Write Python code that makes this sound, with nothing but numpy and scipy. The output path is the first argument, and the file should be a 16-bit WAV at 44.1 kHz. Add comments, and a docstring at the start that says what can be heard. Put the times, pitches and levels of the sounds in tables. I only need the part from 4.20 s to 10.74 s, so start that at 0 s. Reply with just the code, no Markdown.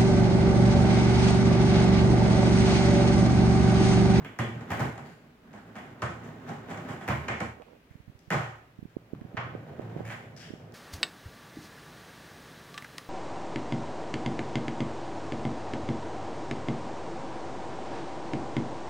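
"""A bare living room with a hardwood floor: a skateboard is pushed about, with a puppy on it, then a rider.
The wheels rumble over the boards; the deck knocks, its trucks rattle and the floor booms.
Shoes and paws scuff on the grip tape; light ticks come from claws, fittings and one click of a finger.
That finger lies over the right microphone port: it dulls that side and now and then bumps and rubs it."""
import sys
import numpy as np
from scipy import signal
from scipy.fft import rfft, irfft
from scipy.io import wavfile

SR = 44100
rng = np.random.default_rng(int(sys.argv[2]) if len(sys.argv) > 2 else 0)


def wrap_up_sound(samples):
    """Save the sound to the file named by the first command line argument, as 16-bit audio."""
    columns = np.atleast_2d(samples).T
    # keep every value between -1 and 1, then stretch to whole-number steps
    tamed = np.clip(columns, -1, 1)
    steps = np.round(tamed * 32767).astype(np.int16)
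    wavfile.write(sys.argv[1], SR, steps)


N = 288414
RING_SIZE = 32000   # samples for one hit and its tail

# resonances of the floor, the wooden deck and the metal trucks: f/Hz, width/Hz, level/dB
FLOOR_MODES = [(79.24, 3.6, -4.5), (113.5, 8, 1.5), (137.4, 11, -4), (167.8, 17.7, -4), (208.6, 16.5, -5),
               (233.4, 9.9, -6), (305.4, 28, -12.5)]
DECK_MODES = [(326, 17.2, 1), (347.5, 23.6, 7), (420, 172, 1.5), (622, 160, 4.5), (782, 86, 6.5),
              (956, 160, 2), (1079, 73, 4.5), (1250, 97, 1.5), (1502, 169, 1.5), (1875, 238, -1),
              (2153, 60, -0.5), (2310, 170, -6), (3085, 460, -13.5), (3420, 15.5, -8)]
TRUCK_MODES = [(3430, 1700, 1.5), (5240, 175, 14), (5236, 190, 13.5), (7200, 810, -1.5), (7890, 500, -4.5),
               (10440, 1700, -8), (15000, 11000, -12)]
# weight on the board, from a puppy to a rider: t/s, load/0-1
BOARD_LOAD = [(0, 0.23), (.9, 0.51), (1.2, 0.13), (2.6, 0.35), (3.2, 0.067), (4.9, 0.99), (6.54, 0.86)]


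def from_db(db):
    """Decibels to gain."""
    return 10 ** (np.asarray(db) / 20)


def rms_one(x):
    """Scale to an rms of 1."""
    return x / np.sqrt(np.mean(x ** 2) + 1e-20)


def burst(x, db):
    """Give a short sound the energy of 50 ms at this level."""
    return from_db(db) * rms_one(x) * np.sqrt(SR / 20 / x.shape[-1])


def in_time(points):
    """Draw an automation curve through the points, sample by sample."""
    times, values = np.transpose(points)
    return np.interp(np.arange(N) / SR, times, values)


def at_hz(points, hz):
    """Read a curve on a log-frequency axis."""
    known, values = np.transpose(points)
    return np.interp(np.log(hz + 1), np.log(known), values)


def swell(s, half_s):
    """A smooth rise and fall around time s, of height 1."""
    return np.exp(-((np.arange(N) / SR - s) / half_s) ** 2)


def add(out, s, x):
    """Mix x into out from time s on."""
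    start = max(round(s * SR), 0)
    out[..., start:start + x.shape[-1]] += x[..., :N - start]


def cut(x, hz, kind, order=2):
    """Butterworth low-pass or high-pass."""
    return signal.sosfilt(signal.butter(order, hz, kind, fs=SR, output="sos"), x)


def body(x, modes, tilt_db=0):
    """Parallel resonances of alternating sign, tilted per octave about 1 kHz."""
    out = 0
    for k, (hz, width, db) in enumerate(modes):
        r = np.exp(-np.pi * width / SR)
        gain = (-1) ** k * from_db(db + tilt_db * np.log2(hz / 1000)) * (1 - r * r) / 2
        poles = [1, -2 * r * np.cos(2 * np.pi * hz / SR), r * r]
        out = out + gain * signal.lfilter([1, 0, -1], poles, x)
    return out


def favour(modes, hz, db, octaves):
    """The spot struck brings out the modes near one pitch."""
    return [(f, width, level + db * np.exp(-(np.log2(f / hz) / octaves) ** 2))
            for f, width, level in modes]


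def grains(size, per_s, spread_db):
    """Tiny contacts at random moments, of uneven strength."""
    hit = rng.random(size) < per_s / SR
    return (hit + 1e-9) * rng.standard_normal(size) * from_db(spread_db * rng.standard_normal(size))


def diffuse(size, spectrum=((1, 0),)):
    """Noise arriving from all sides: alike at both ports in the bass, unrelated in the treble."""
    # likeness of the room sound left and right: f/Hz, correlation/0-1
    likeness = [(60, 0.84), (130, 1), (250, 0.92), (500, 0.66), (1000, 0.0021), (2000, 0), (4000, 0)]
    hz = np.fft.rfftfreq(size, 1 / SR)
    alike = at_hz(likeness, hz)
    mid, side = rfft(rng.standard_normal((2, size)))
    pair = np.sqrt(1 + alike) * mid + np.sqrt(1 - alike) * side * [[1], [-1]]
    return rms_one(irfft(pair * from_db(at_hz(spectrum, hz)), size))


def room(contacts, t60, direct_db, build_s=0.0012):
    """Each contact arrives directly, then feeds a diffuse tail that builds up and dies away."""
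    decay, build = from_db(-120 / (t60 * SR)), np.exp(-1 / (build_s * SR))
    energy = signal.lfilter([(1 - decay) * (1 - build)], np.poly([decay, build]), contacts ** 2)
    direct = np.array([contacts, np.pad(contacts, (3, 0))[:-3]])   # left leads by 3 samples
    return from_db(direct_db) * direct + diffuse(len(contacts)) * np.sqrt(np.abs(energy))


def room_tone():
    """The quiet room and the microphone's hiss make a steady bed."""
    # colour of the bed: f/Hz, relative level/dB
    spectrum = [(20, -18.5), (50, 2.5), (130, -6.5), (300, -4), (700, -12.5), (2300, -14.5), (4000, -23),
                (9000, -33.5), (15500, -30)]
    return from_db(-62.5) * diffuse(N, spectrum)


def finger(loose_hz=163.5, tight_hz=232, tightens_s=5.25, lead_s=0.015):
    """Skin pushes and releases the air in the port: soft swings of a cycle or two, and a low rub."""
    # bumps on the port: t/s, peak level/dB
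    bumps = [(3.712, -36.5), (3.756, -33.5), (3.804, -37), (3.881, -34.5), (3.899, -33.5), (3.954, -40),
             (4.081, -37.5), (4.591, -29.5), (4.629, -27.5), (4.6552, -27.5), (4.7684, -18), (4.935, -19.5),
             (5.018, -26), (5.052, -28), (5.147, -26), (5.352, -20.5), (5.597, -19.5), (5.765, -21),
             (5.807, -19.5), (6.307, -26.5), (6.338, -25)]
    # rubs across it: t/s, level/dB, half length/s
    rubs = [(3.395, -43, 0.023), (3.424, -41.5, 0.0072), (3.514, -49, 0.053)]
    out, t = np.zeros(N), np.arange(SR // 20) / SR
    for s, db in bumps:
        grip_hz = loose_hz if s < tightens_s else tight_hz
        hz = grip_hz * 2 ** (0.07 * (db + 28))   # a harder bump is quicker
        phase = 2 * np.pi * hz * (t - lead_s)
        swing = cut(np.sin(phase) / np.cosh(phase / 1.21), 33, "high")
        add(out, s - lead_s, from_db(db) * swing / np.abs(swing).max())
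    slips = grains(N, per_s=1200, spread_db=1)
    rub = cut(body(slips, [(495, 180, 0)]), 1200, "low")
    strokes = sum(from_db(db) * swell(s, half_s) for s, db, half_s in rubs)
    return out + strokes * rms_one(rub)


def ticks():
    """Light ticks, each a damped ring: claws, fittings and one click of the finger on the microphone."""
    # light touches: t/s, level/dB, f/Hz
    touches = [(3.421, -61.5, 2450), (3.992, -65.5, 5260), (4.782, -69.5, 1190), (4.95, -61.5, 1110),
               (5.012, -64, 1600), (6.523, -65, 5250)]
    out = np.zeros((2, N))
    for s, db, hz in touches:
        touch = room(signal.unit_impulse(RING_SIZE), t60=0.98, direct_db=-2.5)
        add(out, s, burst(body(touch, [(hz, 0.28 * hz, 0)]), db))
    return out


def scuffs():
    """A sole or paw slides over grit: dense catches, a broad hiss with one rasping resonance."""
    # slides on grip tape and floor: t/s, length/s, level/dB, rasp f/Hz, relative rasp level/dB
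    slides = [(0.85, 0.12, -54, 4400, -8.5), (1.369, 0.059, -57.5, 1460, 11),
              (2.037, 0.036, -62.5, 6500, 11), (2.27, 0.035, -62.5, 6000, 8), (2.5, 0.1, -59, 7000, 10),
              (2.69, 0.06, -58, 7000, 10), (3.702, 0.084, -66, 2130, 0), (4.692, 0.06, -68, 1530, 8),
              (5.847, 0.13, -45, 2440, -4.5), (5.9, 0.048, -44.5, 1900, 35), (6.163, 0.12, -46.5, 5200, 4),
              (6.196, 0.14, -49, 3100, -2.5)]
    # resonances of the grip tape: f/Hz, width/Hz, level/dB
    grip_tape = [(1620, 490, -0.5), (2750, 2300, -14.5), (5360, 5900, -15), (7080, 290, -7.5),
                 (12000, 2600, -64)]
    out, t = np.zeros((2, N)), np.arange(RING_SIZE) / SR
    for s, length_s, db, rasp_hz, rasp_db in slides:
        stroke = np.clip(t / 0.0019, 0, 1) * np.clip((length_s - t) / 0.12, 1e-9, 1)
        sand = grains(RING_SIZE, per_s=1500, spread_db=2)
        catches = room(sand * stroke, t60=0.62, direct_db=-1.5)
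        add(out, s, burst(body(catches, grip_tape + [(rasp_hz, 0.19 * rasp_hz, rasp_db)]), db))
    return out


def boom(floor_hz):
    """A heavy blow sets the floorboards ringing."""
    blow = room(signal.unit_impulse(RING_SIZE), t60=0.37, direct_db=0.0, build_s=0.003)
    boards = body(blow, favour(FLOOR_MODES, floor_hz, db=12.0, octaves=0.25))
    return cut(cut(boards, 60, "high", order=4), 1300, "low")


def rattle(decay_s, rebound=0.091):
    """One blow, then fading rebounds; the longer they last, the more of the energy they hold."""
    t = np.arange(RING_SIZE) / SR
    rebounds = grains(RING_SIZE, per_s=700, spread_db=4.5) * (np.exp(-t / decay_s) + 1e-9)
    strength = rebound * np.sqrt(decay_s * SR)
    return signal.unit_impulse(RING_SIZE) + strength * rebounds / np.linalg.norm(rebounds)


def knock(deck_db, boom_db, tilt_db, rattle_s, floor_hz, deck_hz, hardness_hz):
    """A rattling blow shakes the deck and the metal trucks; the weight behind it booms in the floor."""
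    contacts = rattle(rattle_s)
    deck_modes = favour(DECK_MODES, deck_hz, db=4.5, octaves=0.27)
    wood = body(room(contacts, t60=0.54, direct_db=-6.0), deck_modes, tilt_db)
    wood = cut(cut(wood, 4300, "low", order=4), 164, "high")
    metal = cut(body(room(contacts, t60=0.54, direct_db=-2.5), TRUCK_MODES), 4940, "high")
    metal = cut(burst(metal, deck_db - 14), hardness_hz, "low", order=3)
    lag = round(0.00607 * SR)   # the heavy floor answers a moment later
    floor = np.pad(boom(floor_hz), ((0, 0), (lag, 0)))[:, :RING_SIZE]
    return burst(wood, deck_db) + burst(floor, boom_db) + metal


def board_hits(empty_hz=261, loaded_hz=76.5):
    """The board hits the floor: heavy slams, light clacks and dull thuds of the floor alone."""
    # the board slams down or is stamped on: t/s, deck level/dB, boom level/dB,
    # deck tilt/dB per octave, rattle decay/s, floor f/Hz, deck f/Hz, contact hardness/Hz
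    slams = [(0.1885, -32, -28.5, -4, 0.0034, 107, 1950, 11500),
             (0.194, -35, -34.5, 8.5, 0.0097, 230, 1100, 11900),
             (0.504, -31, -34.5, 2.5, 0.017, 115, 776, 14800),
             (0.595, -31, -28, 0.5, 0.014, 123.5, 844, 12900),
             (1.8196, -30.5, -33.5, 0.5, 0.011, 93.6, 1260, 9800),
             (2.8784, -30, -29, 1, 0.0057, 80, 2220, 14500),
             (2.899, -32, -34.5, 1, 0.0036, 142, 1050, 5060), (3.082, -30, -37, 2.5, 0.014, 85, 2220, 8000),
             (3.202, -31.5, -33.5, -0.5, 0.024, 94, 2340, 10500),
             (4.104, -30.5, -34.5, 0, 0.0018, 168, 1900, 14000),
             (4.11, -27.5, -35, 2, 0.041, 90, 1254, 7000),
             (4.131, -32.5, -30.5, -0.5, 0.011, 133, 700, 10300),
             (5.169, -32.5, -40, 3, 0.0088, 119, 1220, 4970)]
    # a wheel drops into a seam or the board rocks:
    # t/s, deck level/dB, deck tilt/dB per octave, rattle decay/s
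    clacks = [(0.0473, -45, 9, 0.0008), (0.409, -47, -0.5, 0.0031), (0.778, -44, 0.5, 0.0022),
              (1.331, -48.5, 0.5, 0.014), (1.555, -42, 3.5, 0.013), (2.288, -40, -1.5, 0.017),
              (2.495, -39, 1.5, 0.027), (2.574, -43, 0, 0.0047), (2.682, -41, 2.5, 0.046),
              (2.805, -42, 1.5, 0.052), (4.215, -45.5, 1, 0.004), (5.897, -41, 4, 0.018)]
    # the floor thuds under a shift of weight: t/s, level/dB, f/Hz
    thuds = [(0.001, -44, 154), (0.351, -38.5, 125), (4.945, -44.5, 155), (5.249, -40.5, 112),
             (5.737, -42, 119)]
    out, load = np.zeros((2, N)), in_time(BOARD_LOAD)
    for s, *blow in slams:
        add(out, s, knock(*blow))
    for s, db, tilt_db, rattle_s in clacks:
        floor_hz = empty_hz * (loaded_hz / empty_hz) ** load[round(s * SR)]   # weight lowers the thud
        # a brighter clack is a harder contact with less weight behind it
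        hardness_hz = 10000 * 2 ** (0.072 * tilt_db)
        boom_db = db - 2.5 - 0.95 * tilt_db
        add(out, s, knock(db, boom_db, tilt_db, rattle_s, floor_hz, deck_hz=750, hardness_hz=hardness_hz))
    for s, db, hz in thuds:
        add(out, s, burst(boom(hz), db))
    return out * from_db(-11 * swell(3.448, half_s=0.13))   # the level dips briefly


def wheels(cruise_db=-46):
    """The wheels run over the grain of the wood; countless small jolts drive floor, deck and bearings."""
    # speed as rolling level, in three runs (pushed off, carrying the puppy, ridden): t/s, level/dB
    runs = [
        [(0.0, -41), (0.248, -50), (0.364, -42.5), (0.47, -40.5), (0.656, -33), (0.726, -43.5), (0.89, -47),
         (1.002, -52.5), (1.15, -55.5)],
        [(1.16, -58), (1.26, -52), (1.56, -47), (2.42, -43), (2.49, -41.5), (2.92, -45), (3.12, -41),
         (3.43, -60), (3.5, -60.5)],
        [(4.7, -60), (4.95, -52), (5.14, -45.5), (5.53, -42.5), (5.796, -39), (5.98, -46), (6.282, -46),
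         (6.426, -46.5), (6.54, -44.5)],
    ]
    # riding over high spots of the floor: t/s, boost/dB, half length/s
    high_spots = [(2.059, 5.5, 0.038), (2.305, 6, 0.054), (2.573, 3, 0.07), (2.73, 7, 0.051),
                  (2.833, 0.5, 0.03)]
    speed_db = in_time(np.vstack(runs)) + sum(db * swell(s, half_s) for s, db, half_s in high_spots)
    load = in_time(BOARD_LOAD)

    def fader(trim_db, speed_slope, load_db):
        """Speed and weight ride the level of one layer."""
        return from_db(cruise_db + trim_db + speed_slope * (speed_db - cruise_db) + load_db * load)

    jolts = room(grains(N, per_s=800, spread_db=2.5), t60=0.43, direct_db=-4.5)
    # a light board bounces on its wheels; a heavy one presses the jolts into the floorboards
    bounce = body(jolts, [(144, 92, -2.3), (231, 87, 1)])
    bounce = cut(cut(bounce, 61, "high"), 760, "low")
    boards = body(jolts, favour(FLOOR_MODES, hz=129.6, db=2.5, octaves=1.0), tilt_db=-5.0)
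    boards = cut(cut(boards, 106.3, "high", order=4), 460, "low")
    rumble = np.sqrt(1 - load) * rms_one(bounce) + np.sqrt(load) * rms_one(boards)
    deck = body(jolts, DECK_MODES, tilt_db=-4.0)
    growl = rms_one(cut(cut(deck, 676, "low", order=3), 430, "high"))
    grit = rms_one(cut(cut(deck, 826, "high", order=3), 3600, "low"))
    bearings = from_db(-14) * rms_one(body(jolts, TRUCK_MODES))
    return (fader(-3.5, speed_slope=1, load_db=0.87) * rumble
            + fader(-7.0, speed_slope=1.11, load_db=0.49) * growl
            + fader(-6.5, speed_slope=1.235, load_db=-7.5) * (grit + bearings))


def scene():
    """The board in the room, panned a touch right; the finger's bumps and rubs on the right only."""
    board = (board_hits() + wheels() + scuffs() + ticks()) * from_db([[-.7], [.7]])
    return board + finger() * np.array([[0], [1]])


def record(dry, covered_hz=3400, leak_db=-14, cutoff_hz=15900):
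    """The covered right port passes little treble; room tone lies under everything; the top is cut."""
    left, right = dry
    hz = np.fft.rfftfreq(N, 1 / SR)
    # muffling by the finger: f/Hz, gain/dB
    cover = [(covered_hz * 0.95, 0), (covered_hz * 1.46, leak_db), (8000, -15), (12000, -10), (15000, -7)]
    right = irfft(rfft(right) * from_db(at_hz(cover, hz)), N)
    heard = np.array([left, right]) + room_tone()
    return signal.sosfilt(signal.ellip(10, .1, 80, cutoff_hz, fs=SR, output="sos"), heard)


dry = scene()
out = record(dry)
wrap_up_sound(out)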